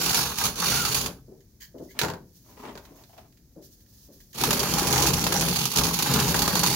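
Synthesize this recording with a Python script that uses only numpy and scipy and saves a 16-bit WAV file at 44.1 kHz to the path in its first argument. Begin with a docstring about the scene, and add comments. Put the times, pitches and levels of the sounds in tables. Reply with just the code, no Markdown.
"""A red toy slot car rattles round a plastic track and stalls, on a table in a small room.
Its controller is dropped on the table, the other is picked up, and a yellow car sets off from the far
straight and runs into the red one. Wheels drum the track, shells buzz, pickups scrape the rails.
Heard from a closely spaced microphone pair, with short reflections, low room rumble and faint hiss."""
import sys
import numpy as np
from scipy import signal
from scipy.fft import rfft, irfft, next_fast_len
from scipy.io import wavfile
from scipy.ndimage import uniform_filter1d

SR = 44100
rng = np.random.default_rng(int(sys.argv[2]) if len(sys.argv) > 2 else 0)


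def master(y):
    """Save y as 16-bit WAV."""
    cut = np.clip(np.atleast_2d(y).T, -1, 1)
    pcm = np.round(cut * 32767)  # scale
    wavfile.write(sys.argv[1], SR, pcm.astype(np.int16))


N = 297675
TIME = np.arange(N) / SR
CRUISE_DB = -30  # reference level of a car's run; all table levels are relative


# the red car's run, surging with the throttle: (time [s], pickup scrape [dB], wheel drum [dB])
RED_RUN = [(0, -28.5, -35.5), (0.2, -26.5, -36.5), (0.27, -32.5, -38.5), (0.36, -41, -49),
           (0.4, -33.5, -43), (0.45, -27.5, -35.5), (0.49, -34, -35.5), (0.545, -50.5, -48),
           (0.58, -35, -41), (0.67, -26, -33.5), (0.86, -30, -37.5), (0.9, -30, -36), (0.97, -28, -37),
           (1.06, -35, -35), (1.12, -62, -44.5), (1.2, -80, -65)]
# resonances of its lane and its shell: (frequency [Hz], width [Hz], level [dB])
INNER_LANE = [(60.6, 6.3, 6.5), (128.6, 21, 2.5), (168, 57, 0.5), (235, 20, -10.5), (296, 96, -6),
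              (438, 144, -5)]
RED_SHELL = [(807, 64, 7.5), (952, 99, 3.5), (1150, 180, 5), (1400, 150, -11), (1530, 190, 2.5)]

def red_car():
    """The red car rattles along the inner lane and stalls."""
    return car(RED_RUN, INNER_LANE, RED_SHELL, wheel_hz=41.98, wobble_db=2.0, shake_db=0.0,
               lurch_db=2.2, wheel_share=0.4, buzz_power=0.85, fizz_power=1.1,
               drum_db=-2.0, buzz_db=-4.5, scrape_db=-2.5, fizz_db=-4.5, spark_db=-12.0)


# the yellow car's run: (time [s], pickup scrape [dB], wheel drum [dB])
YELLOW_RUN = [(4.345, -45, -51), (4.415, -25, -28), (4.52, -28, -28), (4.6, -29.5, -31),
              (4.8, -28.5, -29.5), (4.92, -26.5, -28), (5.06, -25, -27), (5.14, -30.5, -30.5),
              (5.28, -30.5, -31), (5.48, -28.5, -29.5), (5.56, -28.5, -38), (5.63, -26.5, -36.5),
              (5.71, -34, -46.5), (5.785, -23.5, -29), (5.86, -30.5, -28), (5.97, -28, -40),
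              (6.12, -27, -27.5), (6.75, -26.5, -33)]
# resonances of its lane and its shell: (frequency [Hz], width [Hz], level [dB])
OUTER_LANE = [(61.5, 8.8, -1.5), (107, 33, -18.5), (132, 50, 0), (175.3, 17, 5), (239.4, 22, -4),
              (323, 43, -6.5), (420, 130, -7.5), (554, 110, -24.5)]
YELLOW_SHELL = [(816, 53, 8), (969, 110, 2.5), (1180, 190, 0.5), (1460, 520, -3.5)]

def yellow_car():
    """The yellow car takes the outer lane, its wheels turning slower and drumming harder."""
    return car(YELLOW_RUN, OUTER_LANE, YELLOW_SHELL, wheel_hz=33.97, wobble_db=1.5, shake_db=1.34,
               lurch_db=1.56, wheel_share=0.57, buzz_power=1.12, fizz_power=1.0,
               drum_db=-0.5, buzz_db=-5.5, scrape_db=-5, fizz_db=-7.5, spark_db=-6)


# pickups scraping the rails, and fizz of the electric contacts: (frequency [Hz], level [dB])
RAILS = [(1200, -31), (1950, -9.5), (2480, -2), (3300, -3.5), (4000, -2.5), (4520, 3), (5100, -2.5),
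         (6000, 0), (7000, -1.5), (8150, -18.5), (11000, -31.5), (15700, -32)]
FIZZ = [(4000, -27), (7000, -26.5), (8200, -11), (9500, -3), (10800, 0.5), (12500, -2.5), (15700, -4)]

def car(run, lane, shell, wheel_hz, wobble_db, shake_db, lurch_db, wheel_share, buzz_power, fizz_power,
        drum_db, buzz_db, scrape_db, fizz_db, spark_db):
    """Out-of-round wheels and a loose guide pin press the car on the track in uneven bursts."""
    pickups, wheels = (np.maximum(level(run, column), 0) / amp(CRUISE_DB) for column in (1, 2))
    contact, rattle = hops()
    drive = wheels ** wheel_share * pickups ** (1 - wheel_share)  # both shake the shell
    shaking = drive ** buzz_power * rattle * unit(amp(lurch_db * wander(22)))
    turns = np.cumsum(wheel_hz * (1 + 0.1907 * wander(6.4))) / SR
    press = unit(amp(wobble_db * np.cos(2 * np.pi * turns) + shake_db * np.minimum(wander(110), 2)))
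    rolling = chatter(3000, 0.56, 0.0006)  # soft tyres smooth the knocks
    drum = amp(drum_db) * track_pieces(rolling, lane) * wheels
    buzz = amp(buzz_db) * ringing(chatter(1100, 3.2, 0.002) * press, shell) * shaking
    rubbing = chatter(1500, 0.77, 0.0061) * press
    sparks = amp(spark_db) * chatter(270, 2.5, 0.00033) * press  # the braids lose and regain the rail
    scrape = amp(scrape_db) * shaped(rubbing, RAILS) * pickups
    fizz = amp(fizz_db) * shaped(rubbing + sparks, FIZZ) * pickups ** fizz_power
    bright = travelling(buzz + scrape + fizz)
    return amp(CRUISE_DB) * (drum + bright * contact)


def track_pieces(x, lane):
    """Each clipped-on piece of track booms at slightly different pitches."""
    return sum(ringing(x * window, [(hz * detune, width, db) for hz, width, db in lane])
               for window, detune in zip(places(per_s=7.7), (1, 0.92, 1.06)))


def travelling(x, depth_db=1.7, size=1024):
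    """Reflections add and cancel at the microphones as the car moves, so the colour keeps shifting."""
    spectra = signal.stft(x, nperseg=size)[2]
    ripple = rng.standard_normal(spectra.shape)
    for _ in range(2):  # smooth over frequency, then time
        ripple = uniform_filter1d(uniform_filter1d(ripple, size=10, axis=1), size=16, axis=2)
    return signal.istft(spectra * unit(amp(depth_db * unit(ripple))), nperseg=size)[1][:, :N]


def approach(x, start_s=4.38, nearing_s=0.25, far_db=-12, boom_hz=114, octaves=1.0):
    """The table passes on little boom from the far straight; it fills in as the yellow car nears."""
    hz = np.fft.rfftfreq(N, 1 / SR)
    boom = irfft(rfft(x) * np.exp(-(np.log2((hz + 1) / boom_hz) / octaves) ** 2), N)
    far = (TIME > start_s) * np.exp(-abs(TIME - start_s) / nearing_s)
    return x + boom * (amp(far_db * far) - 1)


# a car hops in its slot and lands hard: (time [s], click [dB], thud [dB])
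JOLTS = [(0.0941, -11.5, -38), (0.1443, -8.5, -27), (0.384, -12.5, -30.5), (0.5561, -24.5, -46),
         (0.85, -12, -28), (0.9443, -9.5, -53), (1.06, -16.5, -32.5), (4.436, -8.5, -20),
         (4.5066, -8.5, -21), (4.529, -12, -24), (4.6301, -14.5, -40), (5.1373, -12.5, -35),
         (5.2658, -13.5, -20), (5.3227, -11, -19), (5.409, -11, -31), (5.9892, -23, -41),
         (6.0595, -21, -24), (6.3431, -21, -21), (6.4194, -9.5, -24), (6.4773, -12, -19),
         (6.555, -16, -19.5), (6.6325, -12, -22)]

def jolts(click_db=10.5, fizz_db=8.5, shell_db=20.5, track_db=15.5):
    """The guide pin knocks the slot, shaking rails, shell and track; small knocks fall at random."""
    small_knocks = chatter(14, 0.33, 0.0074) * (level(RED_RUN) + level(YELLOW_RUN))
    click = blows(JOLTS, decay_s=0.009, rise_s=0.0004) + amp(-19) * small_knocks
    thud = blows(JOLTS, decay_s=0.0077, column=2) + amp(-36.5) * small_knocks
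    rails = amp(click_db) * shaped(click, RAILS) + amp(fizz_db) * shaped(click, FIZZ)
    shell = amp(shell_db) * ringing(thud, YELLOW_SHELL)
    return rails + shell + amp(track_db) * ringing(thud, OUTER_LANE)


def hops(lift_s=0.02, lift_db=-4.5, rattle_s=0.058, rattle_db=1.5):
    """Two gains: contact weakens just before each landing, and the shell rattles on after it."""
    landings = np.full(N, 1e-18)
    landings[[round(row[0] * SR) for row in JOLTS]] = 1
    before = signal.lfilter([1], [1, -np.exp(-1 / SR / lift_s)], landings[::-1])[::-1]
    after = signal.lfilter([1], [1, -np.exp(-1 / SR / rattle_s)], landings)
    return amp(lift_db * np.minimum(before, 1)), amp(rattle_db * np.minimum(after, 1))


# the yellow car leans into the first bend: (start [s], rise [s], hold [s], level [dB])
LEANS = [(4.85, 0.037, 0.34, -32), (5.35, 0.023, 0.022, -25)]
# resonances of its pickup braids: (frequency [Hz], width [Hz], level [dB])
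BRAIDS = [(5940, 760, 0), (6560, 490, -9)]

def bend(ring_db=-5.0):
    """Side force makes the springy pickups ring in short spurts."""
    return amp(ring_db) * ringing(chatter(240, 3.2, 0.00047), BRAIDS) * strokes(LEANS, release_s=0.026)


# the red car's gear tone: (time [s], pitch [Hz], level [dB])
GEARS = [(0.379, 1248, -73), (.45, 1217, -30.5), (.54, 1210, -79.5), (0.641, 1350, -49),
         (0.751, 1425, -37.5), (.85, 1356, -36), (.97, 1120, -60.5), (1.1, 968, -68)]

def gear_whine():
    """The gears whine, sinking in pitch as the red car stalls."""
    return whine(GEARS, width_hz=75)


# the yellow car runs into the stalled red one: (time [s], level [dB])
COLLISION = [(6.345, -24.5)]

def collision(crack_db=20, body_db=25):
    """Two hollow plastic shells knock together."""
    knock = blows(COLLISION, decay_s=0.015)
    return amp(crack_db) * shaped(knock, CRACK) + amp(body_db) * shaped(knock, CASE)


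# knocks of a controller: (time [s], crack [dB], hollow case [dB])
CLACKS = [(1.9902, -10, -33.5), (2.0146, -12.5, -25.5), (2.0332, -19, -20), (2.048, -21, -24.5),
          (2.0836, -26, -27.5), (2.0999, -27, -30), (2.1356, -35, -32), (2.634, -48, -41),
          (2.7536, -38, -38), (2.776, -34, -42.5), (2.8525, -42, -54), (3.037, -43, -68),
          (3.1787, -44.5, -57), (3.3243, -53, -77.5), (3.3727, -51, -82)]
# the crack of hard plastic and the hollow case behind it: (frequency [Hz], level [dB])
CRACK = [(710, -40.5), (1200, -14.5), (1510, -4), (2710, -6.5), (3250, -8.5), (3950, -6.5), (4650, -4.5),
         (5130, -9), (7330, -10.5), (8350, -20.5), (10800, -16), (13200, -18.5), (16000, -15)]
CASE = [(40, -23), (65, -2.5), (178, -0.5), (260, -6.5), (320, 0), (440, -0.5), (540, -0.5), (660, -3.5),
        (1000, 0), (1150, -9.5), (1650, -8), (2600, -34), (4000, -55)]

def controller_clacks(crack_db=12.5, snap_db=-8, case_db=23.0):
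    """A hollow plastic controller clacks on the table or clicks in the hand."""
    strikes = blows(CLACKS, decay_s=0.0095) + amp(snap_db) * blows(CLACKS, decay_s=0.0018)
    case = shaped(blows(CLACKS, decay_s=0.023, column=2), CASE)
    return amp(crack_db) * shaped(strikes, CRACK) + amp(case_db) * case


# bumps of a hand: (time [s], level [dB])
BUMPS = [(1.275, -39), (1.312, -37.5), (1.742, -30.5), (1.797, -27.5), (2.902, -38), (3.556, -34.5),
         (3.584, -42), (4.080, -41.5)]
# their dull tone: (frequency [Hz], level [dB])
BUMP_TONE = [(35, -44), (60, -19), (180, -7.5), (330, -2.5), (440, -6), (590, -10), (730, -18.5),
             (900, -27), (1800, -45), (3000, -79)]

def hand_bumps(gain_db=20):
    """A hand lands softly, with a slow attack and little treble."""
    return amp(gain_db) * shaped(blows(BUMPS, decay_s=0.036, rise_s=0.0064), BUMP_TONE)


# fingers close on the handle: (time [s], level [dB])
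GRIPS = [(2.985, -44), (3.092, -47), (3.128, -42), (3.165, -44.5), (3.180, -37)]
# resonances of the handle: (frequency [Hz], width [Hz], level [dB])
HANDLE = [(717, 110, 9.5), (1030, 240, -19), (1890, 560, -13), (3060, 1100, -15)]

def finger_grips(gain_db=17.0):
    """The hollow handle rings briefly under the fingers."""
    return amp(gain_db) * ringing(blows(GRIPS, decay_s=0.019, rise_s=0.0018), HANDLE)


# movements of a controller: (start [s], rise [s], hold [s], level [dB])
DRAGS = [(1.94, .035, 0.014, -44), (2.43, 0.081, .03, -56.5), (2.565, 0.012, .045, -47.5),
         (2.628, 0.006, 0.063, -40.5), (2.76, 0.01, 0.25, -58), (3.16, .02, 0.063, -58),
         (3.85, 0.042, 0.32, -77)]
# their rubbing tone: (frequency [Hz], level [dB])
DRAG_TONE = [(59, -49), (100, -17), (233, 4), (425, 0), (512, -10.5), (556, -0.5), (713, -6), (993, -1),
             (1560, -16.5), (1850, -13), (2570, -16.5), (14000, -38)]

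def controller_drags(gain_db=-1.5):
    """A controller rubs over the table or shifts in the hand."""
    return amp(gain_db) * shaped(chatter(700, 2.5, 0.0065), DRAG_TONE) * strokes(DRAGS, release_s=0.027)


# the trigger's returns: (start [s], rise [s], hold [s], level [dB])
TRIGGER_SLIDES = [(1.6, .012, 0.031, -46), (1.89, 0.023, 0.01, -55)]
# its ticks: (time [s], level [dB])
TRIGGER_TICKS = [(1.405, -50), (1.783, -45), (3.625, -49.5), (3.805, -51.5), (3.862, -52), (4.203, -42),
                 (4.330, -36.5)]
# the tone of both: (frequency [Hz], level [dB])
TRIGGER_TONE = [(590, -43.5), (1000, -17), (1350, -23), (1730, 1), (2620, -17), (3150, -6), (3670, -13),
                (4680, -4.5), (5250, -12.5), (6700, -5.5), (8550, -23), (15100, -8), (16000, -5.5)]

def trigger(slide_db=1.0, tick_db=15):
    """The sprung trigger slides back and ticks under the thumb."""
    slides = amp(slide_db) * chatter(2500, 1.4, 0.0015) * strokes(TRIGGER_SLIDES, release_s=0.016)
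    ticks = amp(tick_db) * blows(TRIGGER_TICKS, decay_s=0.011)
    return shaped(slides + ticks, TRIGGER_TONE)


# a faint squeak just before the drop: (time [s], pitch [Hz], level [dB])
SQUEAK = [(1.885, 1950, -62), (1.902, 2060, -65.5), (1.915, 2140, -56), (1.93, 2050, -74)]

def handle_squeak():
    """The plastic handle squeaks in the hand."""
    return whine(SQUEAK, width_hz=110)


# reverberation of the small room: (frequency [Hz], time to fall 60 dB [s])
ROOM_DECAY = [(150, 0.72), (400, 0.35), (1000, 0.24), (3000, 0.23), (7000, 0.22), (15000, 0.3)]

def room(x, onset_s=0.0016, size=256):
    """Dense reflections reach the microphones from table and walls; the bass lingers longest."""
    hz, t, spectra = signal.stft(rng.standard_normal((2, SR // 2)), SR, nperseg=size)
    tail = signal.istft(spectra * amp(-60 * t / read(ROOM_DECAY, hz)[:, None]), SR, nperseg=size)[1]
    tail *= 1 - np.exp(-(np.arange(tail.shape[1]) / SR / onset_s) ** 2)
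    return signal.fftconvolve(x, tail / np.linalg.norm(tail[0]), axes=1)[:, :N]


# room tone, low and high: (frequency [Hz], level [dB])
RUMBLE = [(15, -31.5), (25, -21.5), (40, -2.5), (62, -1), (90, -7), (125, -4.5), (190, -9), (337, -17),
          (590, -29), (1070, -39.5), (2500, -41.5), (4000, -76.5)]
HISS = [(700, -39), (1300, -18), (1750, -6), (2200, -18.5), (3000, -7.5), (3660, -4), (4550, 1),
        (6440, 3.5), (8300, -8), (10500, -2), (15200, 2.5), (16000, 4)]
# swells of the hiss: (start [s], rise [s], hold [s], level [dB])
HISS_SWELLS = [(1.75, .08, 0.076, -56), (2.25, 0.11, 0.5, -55.5), (2.95, 0.02, 0.18, -56),
               (3.61, 0.014, 0.12, -55), (3.86, 0.075, 0.55, -55.5)]

def room_tone(rumble_db=-57.5, hiss_db=-66.0, swell_db=-4.0, waver_db=2.6):
    """Behind the toys lie a steady low rumble and a faint hiss that swells and sinks."""
    rumble = amp(rumble_db) * shaped(rng.standard_normal((2, N)), RUMBLE)
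    swells = amp(swell_db) * strokes(HISS_SWELLS, release_s=0.1) * amp(waver_db * wander(14))
    return rumble + shaped(rng.standard_normal((2, N)), HISS) * np.hypot(amp(hiss_db), swells)


def blows(rows, decay_s, rise_s=0, column=1, size=4096):
    """One contact a row: the many close modes of thin plastic, dying together as a noise burst."""
    t = np.arange(1, size + 1) / SR
    envelope = np.exp(-t / decay_s) * (1 - np.exp(-t / (rise_s + 1 / SR)))
    out = np.zeros((2, N))
    for row in rows:
        burst = rng.standard_normal((2, size)) * envelope
        burst *= amp(row[column]) / np.linalg.norm(burst, axis=1, keepdims=True)
        start = round(row[0] * SR)
        out[:, start:start + size] += burst[:, :N - start]
    return out


def chatter(per_s, spread_db, decay_s):
    """A random train of contacts of uneven size, each a fresh burst that dies away."""
    sizes = amp(spread_db * np.minimum(rng.exponential(1, N), 3))
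    hits = rng.random(N) < per_s / SR
    energy = signal.lfilter([1], [1, -np.exp(-2 / SR / decay_s)], (sizes * hits) ** 2)
    return unit(rng.standard_normal((2, N)) * np.sqrt(energy + 1e-12))


def whine(glide, width_hz):
    """A gliding tone, blurred by uneven contact."""
    times, hz, _ = np.transpose(glide)
    phase = 2 * np.pi * np.cumsum(np.interp(TIME, times, hz)) / SR
    tone = [wander(width_hz) * np.cos(phase) + wander(width_hz) * np.sin(phase) for _ in range(2)]
    return unit(np.array(tone)) * level(glide, column=2)


def strokes(rows, release_s):
    """Gain of movements that rise, hold and die away."""
    power = 0
    for start, rise_s, hold_s, db in rows:
        rise = np.clip((TIME - start) / rise_s, 0, 1)
        release = np.exp(-np.maximum(TIME - start - rise_s - hold_s, 0) / release_s)
        power += (amp(db) * rise * release) ** 2
    return np.sqrt(power)


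def level(rows, column=1):
    """Gain from one dB column of a curve over time; silent outside it."""
    rows = np.asarray(rows)
    inside = (TIME >= rows[0, 0]) & (TIME <= rows[-1, 0])
    return amp(np.interp(TIME, rows[:, 0], rows[:, column])) * uniform_filter1d(inside * 1., size=400)


def places(per_s, count=3):
    """Overlapping windows of constant total power: the spot a moving source is at."""
    phases = 2 * np.pi * (TIME * per_s - np.arange(count)[:, None]) / count
    windows = np.maximum(np.cos(phases), 0)
    return windows / np.linalg.norm(windows, axis=0)


def wander(hz):
    """Smooth random drift of unit size, up to about hz changes a second."""
    f = np.fft.rfftfreq(N, 1 / SR)
    return unit(irfft(rfft(rng.standard_normal(N)) / (1 + (f / hz) ** 4), N))


def ringing(x, modes):
    """Passes x through a set of resonances with steep far skirts."""
    def response(hz):
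        power = 1e-20
        for centre, width, db in modes:
            detune = (hz ** 2 - centre ** 2) / ((hz + 1) * width)
            power += amp(db) ** 2 / (1 + detune ** 2) / (1 + (detune / 10) ** 2)
        return 10 * np.log10(power)
    return colour(x, response)


def shaped(x, spectrum):
    """Colours x with a spectrum table."""
    return colour(x, lambda hz: read(spectrum, hz))


def colour(x, db_at, size=8192):
    """Minimum-phase filter of unit power, shaped by the given dB response."""
    db = db_at(abs(np.fft.fftfreq(size, 1 / SR)))
    log_gain = np.log(amp(np.maximum(db - db.max(), -90)))
    taps = np.fft.ifft(np.exp(np.conj(signal.hilbert(log_gain)))).real[:size // 2]
    return signal.oaconvolve(x, taps[None] / np.linalg.norm(taps), axes=1)[:, :N]


def read(points, hz):
    """A table over frequency, joined on a log axis."""
    f, value = np.transpose(points)
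    return np.interp(np.log(hz + 1), np.log(f + 1), value)


def amp(db):
    return 10 ** (np.asarray(db) / 20)


def unit(x):
    return x / np.sqrt(np.mean(x ** 2) + 1e-20)


def scene():
    """Cars and controllers at the table, with the small room around them."""
    cars = red_car() + yellow_car()
    hands = controller_clacks() + hand_bumps() + finger_grips() + controller_drags() + trigger()
    tones = gear_whine() + handle_squeak()
    direct = approach(cars + bend() + jolts()) + collision() + hands + tones
    reflections = sum(room(direct * window) for window in places(per_s=5))
    return direct + amp(-7) * reflections + room_tone()


# likeness of the two microphones: (frequency [Hz], left-right correlation [ratio])
MIC_LIKENESS = [(60, .98), (170, .975), (300, .92), (500, .8), (800, .62), (1250, .55), (2000, .3),
                (3300, 0), (15000, 0)]
# their balance: (frequency [Hz], left minus right [dB])
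MIC_BALANCE = [(100, 2), (330, 1.5), (650, 4.5), (1750, 1.5), (2700, -3), (4400, -11.5), (6400, -9),
               (8000, -5.5), (10700, -3.5), (12000, 0), (15200, 14.5)]

def record(dry, cutoff_hz=15850):
    """Two closely spaced microphones share the bass, colour the treble differently and cut the top."""
    size = next_fast_len(N + 4096)
    hz = np.fft.rfftfreq(size, 1 / SR)
    likeness = read(MIC_LIKENESS, hz)
    lean = amp(read(MIC_BALANCE, hz) / 2)
    mid, side = rfft(dry, size)
    mid *= np.sqrt((1 + likeness) / 2)
    side *= np.sqrt((1 - likeness) / 2)
    pair = np.array([(mid + side) * lean, (mid - side) / lean])
    pair *= 2 / np.sqrt(lean ** 2 + lean ** -2 + 2 * likeness)
    low_pass = signal.firwin(511, cutoff_hz, window=("kaiser", 9), fs=SR)
    return signal.oaconvolve(irfft(pair, size)[:, :N], low_pass[None], "same")


dry = scene()
out = record(dry)
master(out)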